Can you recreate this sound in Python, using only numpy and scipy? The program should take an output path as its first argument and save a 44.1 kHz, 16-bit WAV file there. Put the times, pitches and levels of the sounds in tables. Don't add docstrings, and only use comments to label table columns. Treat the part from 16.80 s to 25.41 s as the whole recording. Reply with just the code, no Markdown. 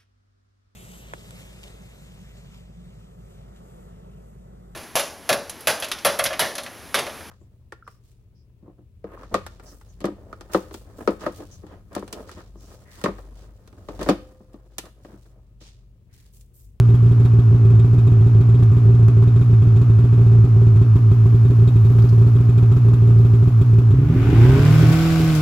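import sys
import numpy as np
from scipy import signal
from scipy.fft import rfft, irfft
from scipy.io import wavfile
from scipy.ndimage import uniform_filter1d

SR = 44100
rng = np.random.default_rng(int(sys.argv[2]) if len(sys.argv) > 2 else 0)


def unload_wav(signal):
    wavfile.write(
        sys.argv[1],
        SR,
        np.round(np.clip(np.atleast_2d(signal).T, -1, 1) * 32767).astype(np.int16),
    )


N = 379701
T = np.arange(N) / SR
FREQS = np.fft.rfftfreq(2 * N, 1 / SR)
IDLE_HZ, THROTTLE_S = 57.4, 7.12

# time in seconds, relative rattle level in dB.
BURNS = [(0.0009, 0.5), (0.0875, 0), (0.14, 4.5), (0.2246, -1), (0.2595, -2.5), (0.3106, 0.5), (0.397, 2),
         (0.4479, 5.5), (0.534, -4), (0.5864, 1.5), (0.71, -3.5), (0.744, -2), (0.8486, -1), (0.9025, -1.5),
         (0.936, -4.5), (0.9915, 0.5), (1.044, -0.5), (1.1302, 0.5), (1.1797, 2), (1.2684, 2.5),
         (1.3177, -2.5), (1.4083, 1), (1.4618, 0.5), (1.548, -1.5), (1.6034, 3), (1.6879, 0.5),
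         (1.7413, -0.5), (1.7914, -3.5), (1.8244, 5.5), (1.9158, 0.5), (1.9666, 2), (2.0527, -5.5),
         (2.089, -2), (2.141, -2), (2.1922, -4), (2.2267, -5.5), (2.2815, 3.5), (2.3676, -2), (2.4215, 2.5),
         (2.4723, -1), (2.5595, -2), (2.6105, 2.5), (2.6945, -6), (2.7281, -1.5), (2.8197, 2), (2.87, -1.5),
         (2.9606, 3), (3.0126, 3.5), (3.0968, -1), (3.1879, 3), (3.239, 1.5), (3.3252, 1.5), (3.3758, -4),
         (3.411, 1), (3.4622, -1), (3.516, -2), (3.5507, -8.5), (3.5853, -5.5), (3.6406, 2), (3.7623, -4),
         (3.8153, -5.5), (3.8673, -1), (3.959, -1), (4.0135, 4), (4.1554, 4.5), (4.3144, 3.5),
         (4.4558, 3.5), (4.5429, 0.5), (4.6489, 1.5), (4.699, 1.5), (4.7849, -8), (4.8209, -3.5),
         (4.8723, 2), (4.9565, 3), (5.0477, 4), (5.1007, 1.5), (5.1505, -1.5), (5.185, 4), (5.2389, 6),
         (5.3246, 2), (5.3768, -3), (5.4129, 3.5), (5.4647, 4), (5.552, 2), (5.6024, 0), (5.6883, -0.5),
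         (5.7747, 5), (5.8253, -0.5), (5.9147, 4.5), (5.9643, 1.5), (6.0473, -3), (6.0825, 2), (6.1339, 5),
         (6.22, 1), (6.2727, -2.5), (6.307, -5.5), (6.3596, -7.5), (6.3955, -1), (6.4473, 6), (6.535, 4),
         (6.6235, 0.5), (6.6731, 5), (6.8118, 6), (6.9298, -4), (6.9835, 4), (7.1056, 4)]
BURN_TIMES, BURN_RATTLE_DB = np.transpose(BURNS)
# time in seconds, stroke rate in Hz, relative clatter level in dB.
PULL_AWAY = [(7.12, 60.8, -56), (7.128, 61.41, -28), (7.24, 69.65, -39.5), (7.654, 122, -30),
             (7.692, 129.6, -31), (7.758, 134.2, -30), (7.842, 146.2, -30), (7.936, 153.6, -30),
             (8.256, 163.8, -30), (8.476, 160.2, -32), (8.604, 151.7, -33), (8.61, 150.4, -30)]
# frequency in Hz, gain in dB.
PIPE_RESPONSE = [(22, -38), (38, -6), (60, 6), (95, 4), (118, 17.5), (138, -1), (162, 4), (200, -8),
                 (240, -6.5), (285, -1), (330, -14.5), (395, -9.5), (460, -22), (900, -75.5)]


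def undb(db):
    return 10 ** (np.asarray(db) / 20)


def unit(x):
    return x / np.sqrt(np.mean(x ** 2))


def along(points, column=1):
    rows = np.array(points)
    return np.interp(T, rows[:, 0], rows[:, column])


def across(points):
    hz, value = np.transpose(points)
    return np.interp(np.log(FREQS + 1), np.log(hz), value)


def through(x, response):
    return irfft(rfft(x, 2 * N) * response)[..., :N]


def body(points):
    cepstrum = irfft(across(points) * np.log(10) / 20)
    cepstrum[1:N] *= 2
    cepstrum[N + 1:] = 0
    return np.exp(rfft(cepstrum))


def resonance(hz, width_hz):
    return 1j * FREQS * width_hz / (hz ** 2 - FREQS ** 2 + 1j * FREQS * width_hz)


def clicks(times, sizes):
    return np.bincount(np.clip(np.asarray(times) * SR, 0, N).astype(int), sizes, N + 1)[:N]


def swell(x, peak_s, sharp):
    age = T[:SR // 3] / peak_s
    return signal.fftconvolve(x, (age * np.exp(1 - age)) ** sharp)[:N]


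def scatter(count, spread_db):
    return undb(spread_db * rng.standard_normal(count))


def grit(spread_db, size=48):
    grains = np.repeat(scatter(N // size + 1, spread_db), size)[:N]
    return unit(grains * rng.standard_normal((2, N)))


def stereo(pair):
    # frequency in Hz, correlation of left and right.
    coherence = [(400, .35), (700, .4), (1400, .4), (2800, .2), (6000, .08)]
    # frequency in Hz, left minus right in dB.
    treble_pan = [(500, 0), (1400, 1.3), (2800, 2), (5600, 7), (10000, 2), (14000, 7)]
    alike = np.clip(across(coherence), 0, 1)
    mid, side = through(pair[0], np.sqrt(1 + alike)), through(pair[1], np.sqrt(1 - alike))
    return through(np.array([mid + side, mid - side]), undb(np.outer([.5, -.5], across(treble_pan))))


def burn_strength(ordinary_gap_s=0.067):
    return np.log2(np.r_[np.diff(BURN_TIMES), ordinary_gap_s] / ordinary_gap_s)


def crank(kick=5.74, coast_s=0.17, spin_up_s=0.0094, kick_db_per_doubling=3):
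    kicks = clicks(BURN_TIMES, kick * undb(kick_db_per_doubling * burn_strength()))
    surge = signal.fftconvolve(kicks, np.exp(-T / coast_s) - np.exp(-T / spin_up_s))[:N]
    idling = T < THROTTLE_S
    rate_hz = np.where(idling, IDLE_HZ + surge - surge[idling].mean(), along(PULL_AWAY))
    phase = np.cumsum(rate_hz) / SR
    whole = np.r_[0, np.cumsum(np.round(np.diff(BURN_TIMES) * IDLE_HZ))]
    return phase + np.interp(T, BURN_TIMES, whole - np.interp(BURN_TIMES, T, phase))


def idle_drone(phase, lag_strokes=0.44, dent_db=-1.13, dent_db_per_doubling=-2.0):
    # multiple of the stroke rate, level in dB.
    harmonics = [(1, -36.5), (2, -10), (3, -35), (4, -34.5)]
    drone = sum(np.sqrt(2) * undb(db) * np.cos(2 * np.pi * np.round(multiple) * (phase - lag_strokes))
                for multiple, db in harmonics)
    dents = clicks(BURN_TIMES, dent_db + dent_db_per_doubling * burn_strength())
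    return drone * undb(swell(dents, peak_s=0.033, sharp=3.5))


def idle_exhaust(phase, strokes, blast_db=29, blast_db_per_doubling=3, puff_db=-34.0):
    # frequency in Hz, nominal width in Hz, gain in dB.
    chamber_modes = [(250, 90, -8), (288.7, 40, -2), (388.5, 13, 4.5)]
    # frequency in Hz, nominal width in Hz, gain in dB.
    outlet_mode = (394, 59, 21)
    burns = clicks(BURN_TIMES, np.ones(len(BURN_TIMES)))
    blasts = clicks(BURN_TIMES, undb(blast_db + blast_db_per_doubling * burn_strength()))
    thuds = through(blasts, body(PIPE_RESPONSE))
    pop_hz, pop_width, pop_db = outlet_mode
    pops = through(burns, undb(pop_db) * resonance(pop_hz, pop_width) ** 2)
    pressure = 1 + swell(burns, peak_s=0.0055, sharp=0.38)
    puffs = pressure * clicks(strokes, scatter(len(strokes), spread_db=3.2)) * (T < THROTTLE_S)
    chambers = sum(undb(db) * resonance(hz, 2 * width) ** 2 for hz, width, db in chamber_modes)
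    return idle_drone(phase) + thuds + pops + undb(puff_db) * unit(through(puffs + burns, chambers))


def idle_clatter(phase, steady_db=-41, rattle_db=-47, metal_db=-57):
    # frequency in Hz, gain in dB.
    colour = [(280, -25.5), (470, -44.5), (521, -7.5), (585, -12), (740, -4.5), (807, -9.5), (1200, -5),
              (1940, -20), (2490, -18), (3700, -26), (4040, -27), (7460, -32), (8390, -39), (11700, -34.5),
              (15500, -45)]
    # frequency in Hz, width in Hz, gain in dB.
    metal_modes = [(2510, 110, -2), (3290, 67, -2.5), (3610, 37, -5), (3725, 28, 0), (4200, 55, -10.5),
                   (7120, 470, -15)]
    beat = 1 + 0.49 * np.exp(-(phase % 1) / 0.61)
    steady = unit(through(beat * grit(spread_db=0.0), body(colour)))
    shaking = swell(clicks(BURN_TIMES, undb(BURN_RATTLE_DB)), peak_s=0.0047, sharp=0.22)
    brighter = undb(across([(1200, 4.0), (4000, 0.5), (9000, 4.7), (14000, 6.6)]))
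    rattle = unit(through(shaking * grit(spread_db=5.0), body(colour) * brighter))
    hardness = undb(0.87 * BURN_RATTLE_DB) * scatter(len(BURN_TIMES), spread_db=2.1)
    strikes = swell(clicks(BURN_TIMES, hardness), peak_s=0.006, sharp=1.0) * grit(spread_db=5.0)
    metal = sum(undb(db) * resonance(hz, width) for hz, width, db in metal_modes)
    ringing = unit(through(strikes, metal))
    return stereo(undb(steady_db) * steady + undb(rattle_db) * rattle + undb(metal_db) * ringing) / 2


def ticking(strokes, tick_db=-66):
    # frequency in Hz, gain in dB.
    colour = [(1500, -16.5), (4500, -1.5), (7400, -3), (8600, -10), (11700, -1.5), (15500, -2.5)]
    hits = clicks(strokes, scatter(len(strokes), spread_db=3.5))
    ticks = swell(hits, peak_s=.0009, sharp=.8) * grit(spread_db=2.0)
    return undb(tick_db) * unit(stereo(through(ticks, body(colour))))


def suit_rustle():
    # time in seconds, level in dB.
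    levels = [(0, -61), (.5, -72), (3.6, -72), (4.5, -59.5), (5.0, -58.5), (5.25, -54.5), (5.5, -59),
              (6.0, -61), (6.5, -58.5), (7.1, -61.5)]
    cloth = body([(1500, -14.5), (4000, -2.5), (7300, -8.5), (8700, -11), (12000, -7), (15500, -7)])
    return undb(along(levels)) * unit(stereo(through(grit(spread_db=4.0), cloth)))


def bodywork_knocks():
    # start in seconds, relative level in dB, centre in Hz, width in Hz, decay in seconds.
    knocks = [(1.835, -44, 644, 890, 0.0052), (1.835, -60, 4500, 6800, 0.0031),
              (5.223, -46, 4660, 1500, 0.011), (5.29, -40, 4700, 920, 0.0093),
              (5.779, -49, 3500, 5000, 0.0035), (8.125, -31, 3200, 3500, .016),
              (8.55, -30, 5500, 6000, 0.023)]
    out = np.zeros((2, N))
    for start, db, hz, width, decay_s in knocks:
        ring = unit(through(rng.standard_normal((2, N)), resonance(hz, width)))
        out += undb(db) * ring * (T > start) * np.exp(-np.abs(T - start) / decay_s)
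    return stereo(out) / 2


def load_exhaust(phase, strokes, unevenness=0.34):
    # multiple of the stroke rate, relative level in dB.
    harmonics = [(1, 0.5), (2, -2.5), (3, -2.5), (4, -9)]
    # frequency in Hz, level in dB.
    pipe_sweep = [(60, -28), (105, -26), (123, -5.5), (138, -15), (165, -17.5), (188, -43.5), (255, -20.5),
                  (290, -27), (325, -22), (415, -23), (470, -38), (650, -37.5)]
    stumble_db = [-5, -4, -21, -2]
    # time in seconds, level in dB.
    burble_levels = [(7.12, -18), (7.5, -13), (7.8, -15.5), (7.87, -13.5), (8.1, -11), (8.17, -27.5),
                     (8.37, -29.5), (8.42, -16.5), (8.48, -29.5)]
    rate_hz, sweep_db = along(PULL_AWAY), across(pipe_sweep)
    tone = np.zeros(N)
    for multiple, db in harmonics:
        order = np.round(multiple)
        level_db = db + np.interp(order * rate_hz, FREQS, sweep_db)
        tone += np.sqrt(2) * undb(level_db) * np.sin(2 * np.pi * order * phase)
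    sizes = undb(np.resize(stumble_db, len(strokes))) + unevenness * rng.standard_normal(len(strokes))
    pipe = body(PIPE_RESPONSE) * undb(across([(60, -10.0), (115, -4.5), (200, -8.5), (400, -1)]))
    burble = through(clicks(strokes, sizes - sizes.mean()), pipe)
    burble /= np.sqrt(uniform_filter1d(burble ** 2, SR // 16) + 1e-12)
    return tone + undb(along(burble_levels)) * burble


def load_clatter(phase, strokes, ring_s=0.0094, jitter_s=0.00017, hiss_db=-36, hiss_db_per_octave=17):
    # frequency in Hz, gain in dB.
    engine_colour = [(250, -7), (430, -18.5), (523, -16), (746, -15), (1020, -19.5), (1500, -15.5),
                     (1790, -20), (2390, -20), (4000, -38), (5200, -77), (8800, -120)]
    # frequency in Hz, gain in dB.
    track_colour = [(2060, -9.5), (3500, -4.5), (4120, -3.5), (5020, -4), (6360, -9.5), (7480, -7.5),
                    (8740, -15.5), (11500, -10.5), (15500, -18)]
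    # multiple of the stroke rate, level in dB relative to the clatter.
    casing_tones = [(.5, -4), (4.5, -15), (7, -17), (8, -17), (9.5, -20)]
    sizes = scatter(len(strokes), spread_db=3)
    strokes = strokes + jitter_s * rng.standard_normal(len(strokes))
    casing = rng.standard_normal((2, 2, SR // 10)) * np.exp(-T[:SR // 10] / ring_s)
    blows = sum(signal.fftconvolve(clicks(strokes[k::2], sizes[k::2])[None], casing[k])[:, :N]
                for k in range(2))
    blows = stereo(through(blows, body(engine_colour)))
    blows /= blows[:, T > THROTTLE_S].std()
    pulsing_noise = (1 + np.exp(-(phase % 1) / 2.6)) * grit(spread_db=2.0)
    rasp = unit(stereo(through(pulsing_noise, body(engine_colour))))
    hiss = unit(stereo(through(pulsing_noise, body(track_colour))))
    tones = sum(np.sqrt(2) * undb(db) * np.cos(np.pi * np.round(2 * multiple) * phase)
                for multiple, db in casing_tones)
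    clatter = undb(-5) * blows + undb(-1) * rasp + tones
    rate_hz, clatter_db = along(PULL_AWAY), along(PULL_AWAY, column=2) + 3
    octaves = np.log2(rate_hz / rate_hz.max())
    return undb(clatter_db) * clatter + undb(hiss_db + hiss_db_per_octave * octaves) * hiss


def scene(open_s=0.027, engage_s=.28, left_lead_rad=.16):
    phase = crank()
    strokes = np.interp(np.arange(np.ceil(phase[-1])), phase, T)
    throttle = np.clip((T - THROTTLE_S) / open_s + .5, 0, 1)
    load = np.clip((T - THROTTLE_S) / engage_s, 0, 1)
    exhaust = (1 - throttle) * idle_exhaust(phase, strokes) + throttle * load_exhaust(phase, strokes)
    exhaust = through(exhaust, np.exp(1j * left_lead_rad * np.array([[.5], [-.5]])))
    exhaust *= undb([[-.4], [.4]])
    machinery = idle_clatter(phase) + ticking(strokes) + load * load_clatter(phase, strokes)
    return exhaust + machinery + suit_rustle() + bodywork_knocks()


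def record(dry):
    return signal.sosfilt(signal.ellip(8, .2, 70, 15750, fs=SR, output="sos"), np.clip(dry, -1, 1))


dry = scene()
out = record(dry)
unload_wav(out)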